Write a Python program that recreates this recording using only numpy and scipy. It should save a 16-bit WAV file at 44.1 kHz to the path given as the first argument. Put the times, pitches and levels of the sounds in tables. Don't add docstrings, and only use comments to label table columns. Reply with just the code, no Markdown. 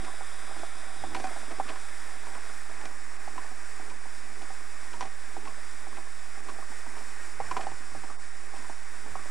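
import sys
import numpy as np
from scipy import signal
from scipy.fft import rfft, irfft, dct, next_fast_len
from scipy.io import wavfile
from scipy.ndimage import uniform_filter1d

SR = 44100
rng = np.random.default_rng(int(sys.argv[2]) if len(sys.argv) > 2 else 0)


def master_out(mix):
    frames = np.transpose(np.atleast_2d(mix))
    ceiling = np.clip(frames, -1, 1)
    pcm = np.round(ceiling * 32767).astype(np.int16)
    wavfile.write(sys.argv[1], SR, pcm)


def magnitude_from_level(level_db):
    exponent = np.asarray(level_db, float) / 20
    return 10 ** exponent


N = 410130

# f/Hz, level/dB, t60/s
FRAME = [(775, -5.5, 0.046), (1010, -9.5, 0.047), (672, -13.5, 0.049), (1110, -18, 0.14),
         (1540, -7.5, 0.01), (2030, -20.5, 0.031)]
# f/Hz, level/dB, t60/s
BOARD = [(342, 4.5, 0.048), (406.5, 2, 0.046), (252.5, -0.5, 0.057)]
# t/s, distance from 0 close to 1 back
DISTANCE = [
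    (0, 0.013),
    (1.0, 0.06),
    (1.25, 0.3),
    (2.4, 0.56),
    (3.0, 0.94),
    (4.5, 0.76),
    (6, 0.7),
    (7.5, 0.91),
    (9.3, 0.77),
]


def curve(table):
    s, *columns = np.transpose(table)
    return [np.interp(np.arange(N) / SR, s, c) for c in columns]


def unit(x):
    return x / np.sqrt(np.mean(x ** 2))


def band(x, lo_hz, hi_hz, order=2):
    return signal.sosfilt(signal.butter(order, [lo_hz, hi_hz], "bandpass", fs=SR, output="sos"), x)


def walk(rate):
    hold = int(SR / rate)
    levels = np.repeat(rng.standard_normal(N // hold + 1), hold)[:N]
    return 1.7 * uniform_filter1d(uniform_filter1d(levels, hold), hold)


def decay(t, t60):
    return np.exp(-np.log(1000) * t / t60)


def ring(modes, t, phases):
    return sum(magnitude_from_level(db) * np.sin(2 * np.pi * (hz * t + p)) * decay(t, t60)
               for (hz, db, t60), p in zip(modes, phases))


def spans(table):
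    t = np.arange(N) / SR
    return uniform_filter1d(sum(magnitude_from_level(db) * ((t > a) & (t < b)) for a, b, db in table), 1400)


def tones(lines):
    t = np.arange(N) / SR
    return sum(magnitude_from_level(db) * np.sqrt(2) * np.sin(2 * np.pi * hz * t) for hz, db in lines)


def torch():
    # t/s, jet hiss level/dB, roar over hiss level/dB
    flame = [(0, -49.5, .3), (.45, -50, 0.8), (.75, -50, 0.7), (1.1, -50.5, 0.2), (1.35, -49, 0.8),
             (1.66, -50.5, 1.5), (2, -51, 1.4), (2.38, -51, 2), (2.98, -52.5, 1.9), (3.8, -52, 1.7),
             (4.66, -51.5, 1.4), (5.1, -52.5, 1.5), (6.2, -52.5, 1.5), (7.2, -51.5, 2), (8.0, -52, 1.6),
             (8.3, -54, 1.4), (8.65, -52, 1.4), (9.3, -51.5, 1.8)]
    # f/Hz, level/dB per Hz
    jet = [(110, -62), (180, -34), (257, -6.5), (486, -10), (771, -5.5), (1340, -2), (1810, -1),
           (3190, -12), (5340, -13.5), (6490, -10), (9090, -7.5), (10500, -19), (12500, -26.5),
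           (16300, -69), (22000, -120)]
    # f/Hz, width/Hz, level/dB
    close = [(1375, 80, 2.5), (2960, 230, -3.5), (3560, 360, 5.5), (4410, 330, -9), (4930, 550, 7),
             (6520, 400, -7.5), (8500, 280, 0), (10700, 450, 3), (12500, 540, -3.5), (2700, 70, -7),
             (3035, 55, -11.5), (4120, 70, -3.5), (4570, 60, -4), (6690, 90, -6), (6320, 110, 4),
             (6040, 110, -4), (4250, 70, 4)]
    # f/Hz, width/Hz, level/dB
    far = [(1335, 32, -14), (1857, 18, 5.5), (2773, 130, -5), (3300, 240, -10), (3920, 190, -5),
           (5340, 540, 7), (6330, 320, -3), (7530, 570, 3), (8680, 130, -3.5), (11560, 400, -2.5),
           (12140, 370, 3.5), (3120, 56, -2.5), (4500, 69, -2), (2920, 50, -4.5)]
    back = np.clip(curve(DISTANCE)[0], 0, 1)
    hiss_db, roar_db = curve(flame)
    size = next_fast_len(N)
    f = np.arange(size // 2 + 1) * SR / size + 1e-3
    jet_hz, jet_level = np.transpose(jet)
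    jet_db = np.interp(np.log(f), np.log(jet_hz), jet_level)
    low = 1 / (1 + (f / 2800) ** 8)
    flutter = 0.51 * walk(14)
    out = 0
    for bells, share in ((close, 1 - back), (far, back)):
        echo_db = sum(db * np.exp(-((f - hz) / width) ** 2) for hz, width, db in bells)
        noise = rfft(rng.standard_normal(size)) * magnitude_from_level(jet_db + echo_db)
        roar = unit(irfft(noise * low, size)[:N])
        hiss = unit(irfft(noise * (1 - low), size)[:N])
        roar = roar * magnitude_from_level(hiss_db + roar_db + 2.0 + flutter + 0.45 * walk(20))
        hiss = hiss * magnitude_from_level(hiss_db - 0.14 + flutter + 0.5 * walk(30))
        out = out + np.sqrt(share) * (roar + hiss)
    return out


def strokes():
    # t/s, rub level/dB
    stroke_ends = [(.04, -40), (.61, -44.5), (1.16, -39.5), (1.52, -46), (1.69, -43), (2.3, -46),
                   (2.85, -47), (3.36, -47.5), (3.91, -44.5), (4.42, -45.5), (5.04, -46.5), (5.48, -43),
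                   (5.96, -46.5), (6.52, -46), (6.98, -49), (7.42, -47), (7.62, -43), (7.98, -45.5),
                   (8.6, -46), (9.12, -47)]
    load_db_per_s, ease_db_per_s, rest_db = 75.5, 252, -70
    t = np.arange(N) / SR
    each = [db - np.maximum(load_db_per_s * (s - t), ease_db_per_s * (t - s)) for s, db in stroke_ends]
    return np.maximum(np.max(each, axis=0), rest_db)


def rub():
    close_db, back_db = -43.5, -56
    low_db, back = strokes(), np.clip(curve(DISTANCE)[0], 0, 1)
    guide_db = close_db + (back_db - close_db) * back
    high_db = guide_db + 0.19 * (low_db + 58.0) + 1.7 * walk(7)
    t = np.arange(4096) / SR
    size_db = 2.7 * np.minimum(rng.exponential(size=N), 1.6)
    slips = rng.random(N) < 900 / SR
    grains = unit(rng.standard_normal(N) * magnitude_from_level(size_db) * slips)
    grains = grains + 0.54 * rng.standard_normal(N)
    board = unit(signal.fftconvolve(grains, ring(BOARD, t, np.zeros(3)))[:N])
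    frame = unit(signal.fftconvolve(grains, ring(FRAME, t, np.zeros(6)))[:N])
    return magnitude_from_level(low_db - 6.5) * board + magnitude_from_level(high_db - 9.5) * frame


def thumps():
    # t/s, peak level/dB, ring f/Hz
    rocking = [(0.029, -41, 336), (0.493, -47.5, 345), (0.568, -48, 331), (1.034, -40, 434),
               (1.065, -44, 291), (1.148, -34, 333), (1.198, -41, 431), (1.237, -38, 272),
               (1.272, -42, 231), (1.36, -46, 328), (1.478, -40, 291), (1.509, -38, 328), (1.581, -38, 353),
               (1.688, -38, 320), (2.156, -46, 255), (2.351, -43, 398), (2.486, -47, 323), (2.83, -46, 231),
               (3.274, -44, 307), (3.363, -47, 263), (3.513, -47, 250), (3.795, -42, 323),
               (3.899, -45, 248), (4.049, -48, 231), (4.366, -45, 355), (4.419, -40, 285),
               (4.501, -48, 240), (4.916, -49, 350), (5.008, -47, 410), (5.373, -37, 342),
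               (5.432, -47, 301), (5.474, -44, 299), (5.872, -45, 235), (6.454, -44, 293), (6.56, -47, 388),
               (6.695, -44, 234), (6.869, -43, 242), (6.932, -50, 296), (7.401, -35, 387),
               (7.566, -31.5, 350), (7.799, -45, 255), (7.949, -41, 233), (8.037, -46, 248),
               (8.538, -44, 330), (9.052, -48, 299)]
    t60_s, rise_s, trim_db = 0.068, 0.0037, -1
    out, t = np.zeros(N + 5000), np.arange(5000) / SR
    push = 1 - np.exp(-(t / rise_s) ** 2)
    for (s, db, hz), phases in zip(rocking, rng.random((len(rocking), 2))):
        modes = [(hz, db + trim_db, t60_s), (1.24 * hz, db + trim_db - 2, t60_s)]
        i = int(s * SR)
        out[i:i + len(t)] += push * ring(modes, t, phases)
    return out[:N]


def rattles():
    # t/s, peak level/dB, low part level/dB
    shakes = [(.047, -36, -3.5), (.589, -37, -3), (1.1471, -29.5, 1.5), (1.1978, -32, -3),
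              (1.2403, -33, -4), (1.27, -38.5, 1), (1.1644, -37, 0), (1.7024, -47, 2), (5.0544, -40, -2),
              (2.349, -42, 1), (2.812, -43, 2), (2.8545, -33, -5), (3.2786, -40, -12), (3.3794, -42, 2.5),
              (3.899, -42, 2), (4.418, -40, -1), (4.9316, -42, 5), (5.0078, -28, -5), (5.0255, -35, -1),
              (5.453, -44, 4.5), (5.476, -42, 2), (5.9694, -44, 3), (7.7154, -44, 2), (7.511, -33.5, 0),
              (7.5673, -30, 1), (7.608, -36, 0), (7.668, -42.5, 1), (7.9663, -50, -4)]
    # t/s, peak level/dB, low part level/dB
    scrapes = [
        (1.515, -45.5, 6),
        (1.691, -36.5, 6),
        (2.27, -46, 1),
        (6.494, -41.5, 2.5),
        (6.98, -50.5, 5),
        (7.635, -42.5, 1),
        (8.042, -50, 3),
        (8.565, -48, 4),
        (9.07, -55, 1),
    ]
    # f/Hz, level/dB, t60/s
    wire_modes = [(2430, 5, 0.047), (4516, 1.5, 0.029), (3520, -9.5, 0.01), (5700, 5.5, 0.0083)]
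    rattle_rise_s, scrape_rise_s, t60_s = 0.00019, 0.0076, 0.05
    t = np.arange(N) / SR
    bright, dull = np.zeros(N), np.zeros(N)
    events = [row + (rattle_rise_s,) for row in shakes] + [row + (scrape_rise_s,) for row in scrapes]
    for s, db, low_db, rise in events:
        near = slice(int(max(s - .03, 0) * SR), int((s + .2) * SR))
        late = t[near] - s
        shower = magnitude_from_level(db) * np.exp(np.minimum(late / rise, -np.log(1000) * late / t60_s))
        bright[near] += shower
        dull[near] += magnitude_from_level(low_db) * shower
    impacts = rng.standard_normal((2, N)) * magnitude_from_level(4.0 * np.minimum(rng.exponential(size=(2, N)), 3))
    metal = bright * unit(impacts[0])
    wood_hits = unit(impacts[1])
    crackle = band(metal, 2000, 7000, order=3)
    wire = signal.fftconvolve(metal, ring(wire_modes, t[:2048], np.zeros(4)))[:N]
    lingering = signal.lfilter([.001], [1, -.999], dull)
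    frame = signal.fftconvolve(lingering * wood_hits, ring(FRAME, t[:4096], np.zeros(6)))[:N]
    wood = band(dull * wood_hits, 730, 2300)
    return magnitude_from_level(-17) * frame + magnitude_from_level(-8.5) * crackle + magnitude_from_level(-37.5) * wire + magnitude_from_level(8.0) * wood


def knocks():
    # t/s, peak level/dB, ring f/Hz, t60/s
    near_post = [(.209, -33, 764, 0.059), (.512, -38.5, 790, 0.053), (.565, -41, 806, 0.07),
                 (1.038, -27, 773, 0.045), (1.119, -40, 810, .062), (1.164, -36, 760, 0.061),
                 (1.2415, -28.5, 755, .15), (1.329, -41, 735, .06), (1.362, -35, 755, .06),
                 (1.5992, -22, 785, .05), (2.712, -43, 767, .055), (2.855, -39, 760, .035),
                 (3.277, -30.5, 803, 0.036), (3.514, -40, 750, 0.064), (4.414, -43, 785, .044),
                 (4.503, -38, 774, 0.085), (5.026, -31.5, 790, .11), (5.367, -31.5, 775, .043),
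                 (5.868, -37, 794, 0.031), (6.587, -37, 787, 0.078), (7.01, -44, 790, .055),
                 (7.402, -22.5, 796, .048), (7.595, -28.5, 765, .11), (7.609, -34, 795, .07),
                 (7.668, -26, 775, .06), (7.95, -34.5, 787, 0.045), (8.538, -40, 790, 0.12),
                 (2.836, -43, 775, .04), (3.359, -42, 796, .055), (3.878, -45, 815, .055)]
    # t/s, peak level/dB, ring f/Hz, t60/s
    far_post = [(.081, -34.5, 1010, .04), (1.149, -25.5, 986, 0.066), (1.271, -32.5, 1100, .04),
                (1.699, -36, 1050, .04), (1.76, -35.5, 1030, 0.036), (2.269, -38, 946, 0.081),
                (2.354, -35, 970, .04), (2.816, -38, 860, .045), (2.91, -43, 1160, .055),
                (3.38, -31, 1010, 0.06), (4.939, -33.5, 945, 0.085), (5.0093, -26.5, 990, .06),
                (5.455, -37, 875, 0.058), (5.474, -32.5, 1083, 0.069), (5.928, -40.5, 1100, 0.054),
                (5.984, -39, 1000, .05), (6.486, -35, 1086, 0.069), (6.626, -36, 1080, 0.036),
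                (6.717, -41, 860, .055), (6.967, -36, 920, 0.049), (7.5125, -26, 1050, .04),
                (7.5665, -23, 1000, .06), (7.716, -35, 885, 0.05), (8.037, -34.5, 950, 0.054),
                (8.101, -37, 1150, .045), (8.645, -42, 1000, .06), (8.698, -33, 935, 0.029),
                (9.154, -29.5, 1100, .04), (9.192, -35, 1160, 0.048), (3.914, -44, 980, .04)]
    # t/s, peak level/dB, ring f/Hz
    cross_piece = [(.14, -41, 755), (.633, -30, 690), (1.199, -33, 745), (1.221, -39, 740),
                   (1.309, -35, 720), (1.431, -41, 705), (1.478, -42, 610), (1.509, -35, 640),
                   (1.518, -35, 685), (2.337, -46, 750), (5.975, -41, 780), (7.637, -42, 720),
                   (8.562, -40, 656), (8.696, -36, 730), (9.155, -35.5, 745), (9.258, -41, 600)]
    # t/s, peak level/dB, ring f/Hz
    slack = [(0.494, -41, 1220), (8.103, -38, 810), (0.908, -45, 1080), (1.665, -39, 1180),
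             (6.375, -43, 800), (2.236, -43, 930), (2.377, -40, 1070), (2.697, -38, 945), (3.446, -44, 813),
             (3.797, -40, 760), (4.056, -41, 790), (4.429, -43, 790), (4.607, -41, 1070),
             (4.824, -44, 1110), (5.052, -37, 850), (5.577, -47, 596), (6.07, -47, 1100), (6.557, -44, 680),
             (6.865, -38, 945), (6.937, -42, 1140), (7.498, -47, 900), (7.949, -39, 600),
             (8.088, -45, 1130), (9.04, -54, 780), (9.059, -41, 805)]
    # t/s, peak level/dB, ring f/Hz, t60/s
    further_blows = [(1.172, -35, 770, .07), (1.252, -36, 757, .07), (1.288, -40, 1300, .06),
                     (1.314, -39, 650, .08), (1.368, -40, 790, .07), (1.328, -45, 1800, .04),
                     (7.5145, -22, 1010, .035), (7.534, -44, 1400, .04), (7.547, -41, 900, .05),
                     (7.591, -31, 1000, .04), (7.572, -31, 800, .07), (7.687, -36, 1000, .04),
                     (1.5992, -29.5, 820, 0.017), (6.492, -36, 1110, 0.07), (6.593, -41, 910, .04),
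                     (2.443, -43, 1450, .03), (.75, -42, 760, .04), (9.078, -42, 770, .05),
                     (2.356, -39, 690, .04), (2.8545, -38, 740, 0.033), (2.497, -39, 1450, 0.033)]
    usual_t60_s, contact_s = 0.039, 0.0012
    coupling_db_per_octave = 5
    out, t = np.zeros(N + 5000), np.arange(5000) / SR
    blows = near_post + far_post + [row + (usual_t60_s,) for row in cross_piece + slack] + further_blows
    chance = rng.random((len(blows), 10))
    clatter = unit(band(rng.standard_normal((len(blows), len(t))), 530, 1300))
    clatter = magnitude_from_level(-12.5) * clatter * decay(t, 0.081)
    push = 1 - np.exp(-(t / contact_s) ** 2)
    for (s, db, hz, t60), c, splash in zip(blows, chance, clatter):
        detune = 1 + 0.068 * (c[9] - .5)
        struck = ring([(hz, -3, max(1.1 * t60, .01)), (0.993 * hz, 0, .014)], t, [0, 0])
        rough = unit(uniform_filter1d(rng.standard_normal(len(t)), 110))
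        chatter = 1 + np.minimum(t / .03, 1) * .3 * rough
        modes = [(f, g - coupling_db_per_octave * abs(np.log2(f / hz)), ring_s) for f, g, ring_s in FRAME]
        loose = magnitude_from_level(.3 * (-28 - db)) * splash
        wood = chatter * (struck + ring(modes, t * detune, c / 10)) + loose
        thud_db = -50 + 0.5 * (db + 36.5) - db
        thud = magnitude_from_level(thud_db - 1.5) * ring(BOARD, t * detune, c[6:])
        i = int((s - .0012) * SR)
        out[i:i + len(t)] += magnitude_from_level(db) * push * (wood + thud)
    return out[:N]


def ticks():
    # t/s, peak level/dB, dullness from 0 bright to 1 dull
    contacts = [
        (1.759, -24, .95),
        (2.353, -30, .5),
        (2.634, -35, .3),
        (2.812, -35, .3),
        (2.8547, -25, .3),
        (5.475, -32, .5),
        (6.447, -35, .3),
        (8.647, -32, .6),
        (8.697, -30, 0.71),
    ]
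    bright, dull = np.zeros(N), np.zeros(N)
    for s, db, share in contacts:
        i, share = int(s * SR), np.clip(share, 0, 1)
        bright[i] = magnitude_from_level(db) * (1 - share)
        dull[i] = magnitude_from_level(db) * share
    return magnitude_from_level(9) * band(bright, 1500, 7000) + magnitude_from_level(20) * band(dull, 650, 1900)


def room(engine):
    t = np.arange(int(.4 * SR)) / SR
    tail = band(rng.standard_normal(len(t)), 230, 7200) * decay(t, 0.17) * (t > .004)
    return magnitude_from_level(-20.5) * signal.fftconvolve(engine, tail / np.sqrt(np.sum(tail ** 2)))[:N]


def scene():
    engine = knocks() + rattles() + rub() + thumps() + ticks()
    mono = engine + room(engine) + torch()
    return np.array([mono, mono])


def motor_whine():
    # f/Hz, rms level/dB
    whine = [(1798, -70), (2269, -74), (3601, -80), (10056, -80)]
    return tones(whine)


def coarse_copy(x, size=2048):
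    # f/Hz, level/dB
    coarse = [(1500, -75), (2500, -48), (4500, -47), (7000, -47), (9500, -50), (10600, -53), (11300, -51.5),
              (12800, -52)]
    # t/s, highest kept f/Hz, step change level/dB
    changes = [(0, 12350, 2), (1.1, 12400, 2), (1.7, 12100, 1), (2.3, 12650, 0), (3.7, 12700, -1),
               (3.8, 12250, -1), (5.4, 12500, 0), (5.6, 12750, -1), (7.2, 12600, 0), (7.4, 12350, 1),
               (7.6, 12300, 1), (7.67, 11200, 2), (7.76, 12300, 1), (8.1, 12350, 1), (8.17, 11300, 1),
               (8.3, 12350, 1), (9.3, 12550, 0)]
    count, h = N // size + 2, size // 2
    window = np.sin(np.pi * (np.arange(2 * size) + .5) / (2 * size))
    padded = np.concatenate([np.zeros(size), x, np.zeros((count + 1) * size)])
    blocks = padded[np.arange(count)[:, None] * size + np.arange(2 * size)] * window
    a, b, c, d = (blocks[:, k * h:(k + 1) * h] for k in range(4))
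    lines = dct(np.hstack([-c[:, ::-1] - d, a - b[:, ::-1]]), type=4, norm="ortho")
    hz = (np.arange(size) + .5) * SR / (2 * size)
    s = np.arange(count) * size / SR
    at_s, top_hz, change_db = np.transpose(changes)
    top = np.interp(s, at_s, top_hz)[:, None]
    change = np.interp(s, at_s, change_db)[:, None]
    step = magnitude_from_level(np.interp(hz, *np.transpose(coarse)) + change)
    kept = hz < top - 70 * rng.exponential(size=top.shape)
    u = dct(np.round(lines / step) * step * kept, type=4, norm="ortho")
    blocks = np.hstack([u[:, h:], -u[:, :h - 1:-1], -u[:, h - 1::-1], -u[:, :h]]) * window
    return (blocks[1:, :size] + blocks[:-1, size:]).ravel()[:N]


def track_layers():
    offset = np.array([[-.0298], [-.0676]])
    # f/Hz, rms level/dB
    ripple = [(86.13, -74), (129.2, -86)]
    # from t/s, to t/s, level/dB
    rumbling = [
        (.98, 1.27, -53),
        (1.27, 1.36, -70),
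        (1.52, 1.66, -56),
        (4.94, 5.1, -57),
        (7.33, 7.4, -59),
        (7.4, 7.75, -53),
        (7.92, 8.02, -53),
        (9.08, 9.24, -52.5),
    ]
    # from t/s, to t/s, grain level/dB
    apart = [
        (.67, .83, -68),
        (1.59, 1.67, -68),
        (2.53, 2.63, -68),
        (3.0, 3.1, -66),
        (3.68, 3.75, -60),
        (7.45, 7.54, -64),
        (8.17, 8.43, -65),
        (9.06, 9.17, -68),
    ]
    opposite = np.array([[1], [-1]])
    rumble = unit(band(rng.standard_normal((2, N)), 7.8, 126, order=3)) * spans(rumbling) * magnitude_from_level(2 * walk(20))
    wander = magnitude_from_level(-64) * unit(band(rng.standard_normal((2, N)), 2, 11, order=3)) + tones(ripple)
    wander = wander + tones([(43.07, -72)]) * opposite
    grain = unit(torch()) * spans(apart) * opposite
    return offset + rumble + wander + grain


def gain_control(x):
    release = np.exp(-1 / (0.0061 * SR))
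    over = signal.lfilter([1 - release], [1, -release], np.maximum(np.abs(x[0]) - .03, 0))
    late = int(0.017 * SR)
    return x / (1 + 40 * np.concatenate([np.zeros(late), over[:-late]]))


def tape_dropouts(x):
    # t/s, length/s, treble level/dB
    dropouts = [
        (3.185, .012, -4),
        (6.42, .012, -4),
        (8.17, .035, -2.5),
        (8.177, .013, -4),
    ]
    t = np.arange(N) / SR
    loss_db = sum(db * np.exp(-((t - s) / length) ** 4) for s, length, db in dropouts)
    lows = signal.sosfiltfilt(signal.butter(2, 1900, fs=SR, output="sos"), x)
    return lows * magnitude_from_level(.2 * loss_db) + (x - lows) * magnitude_from_level(loss_db)


def starve(x):
    # from f/Hz, to f/Hz
    starved = [(1350, 1650), (2100, 3300), (3850, 4250), (5950, 6750), (9700, 12000)]
    at_s, length_s = 8.177, .012
    t = np.arange(N) / SR
    lost = sum(signal.sosfiltfilt(signal.butter(3, edges, "bandpass", fs=SR, output="sos"), x)
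               for edges in starved)
    return x - np.exp(-((t - at_s) / length_s) ** 2) * lost


def top_cut(x):
    return signal.sosfilt(signal.butter(12, 12750, fs=SR, output="sos"), x)


def record(dry):
    x = signal.sosfilt(signal.cheby2(8, 50, 160, "highpass", fs=SR, output="sos"), dry)
    x = signal.sosfilt(signal.ellip(8, .5, 60, 12720, fs=SR, output="sos"), x)
    x = gain_control(x) + motor_whine()
    x = tape_dropouts(x)
    x = starve(coarse_copy(x[0]))
    return top_cut(x + track_layers())


dry = scene()
out = record(dry)
master_out(out)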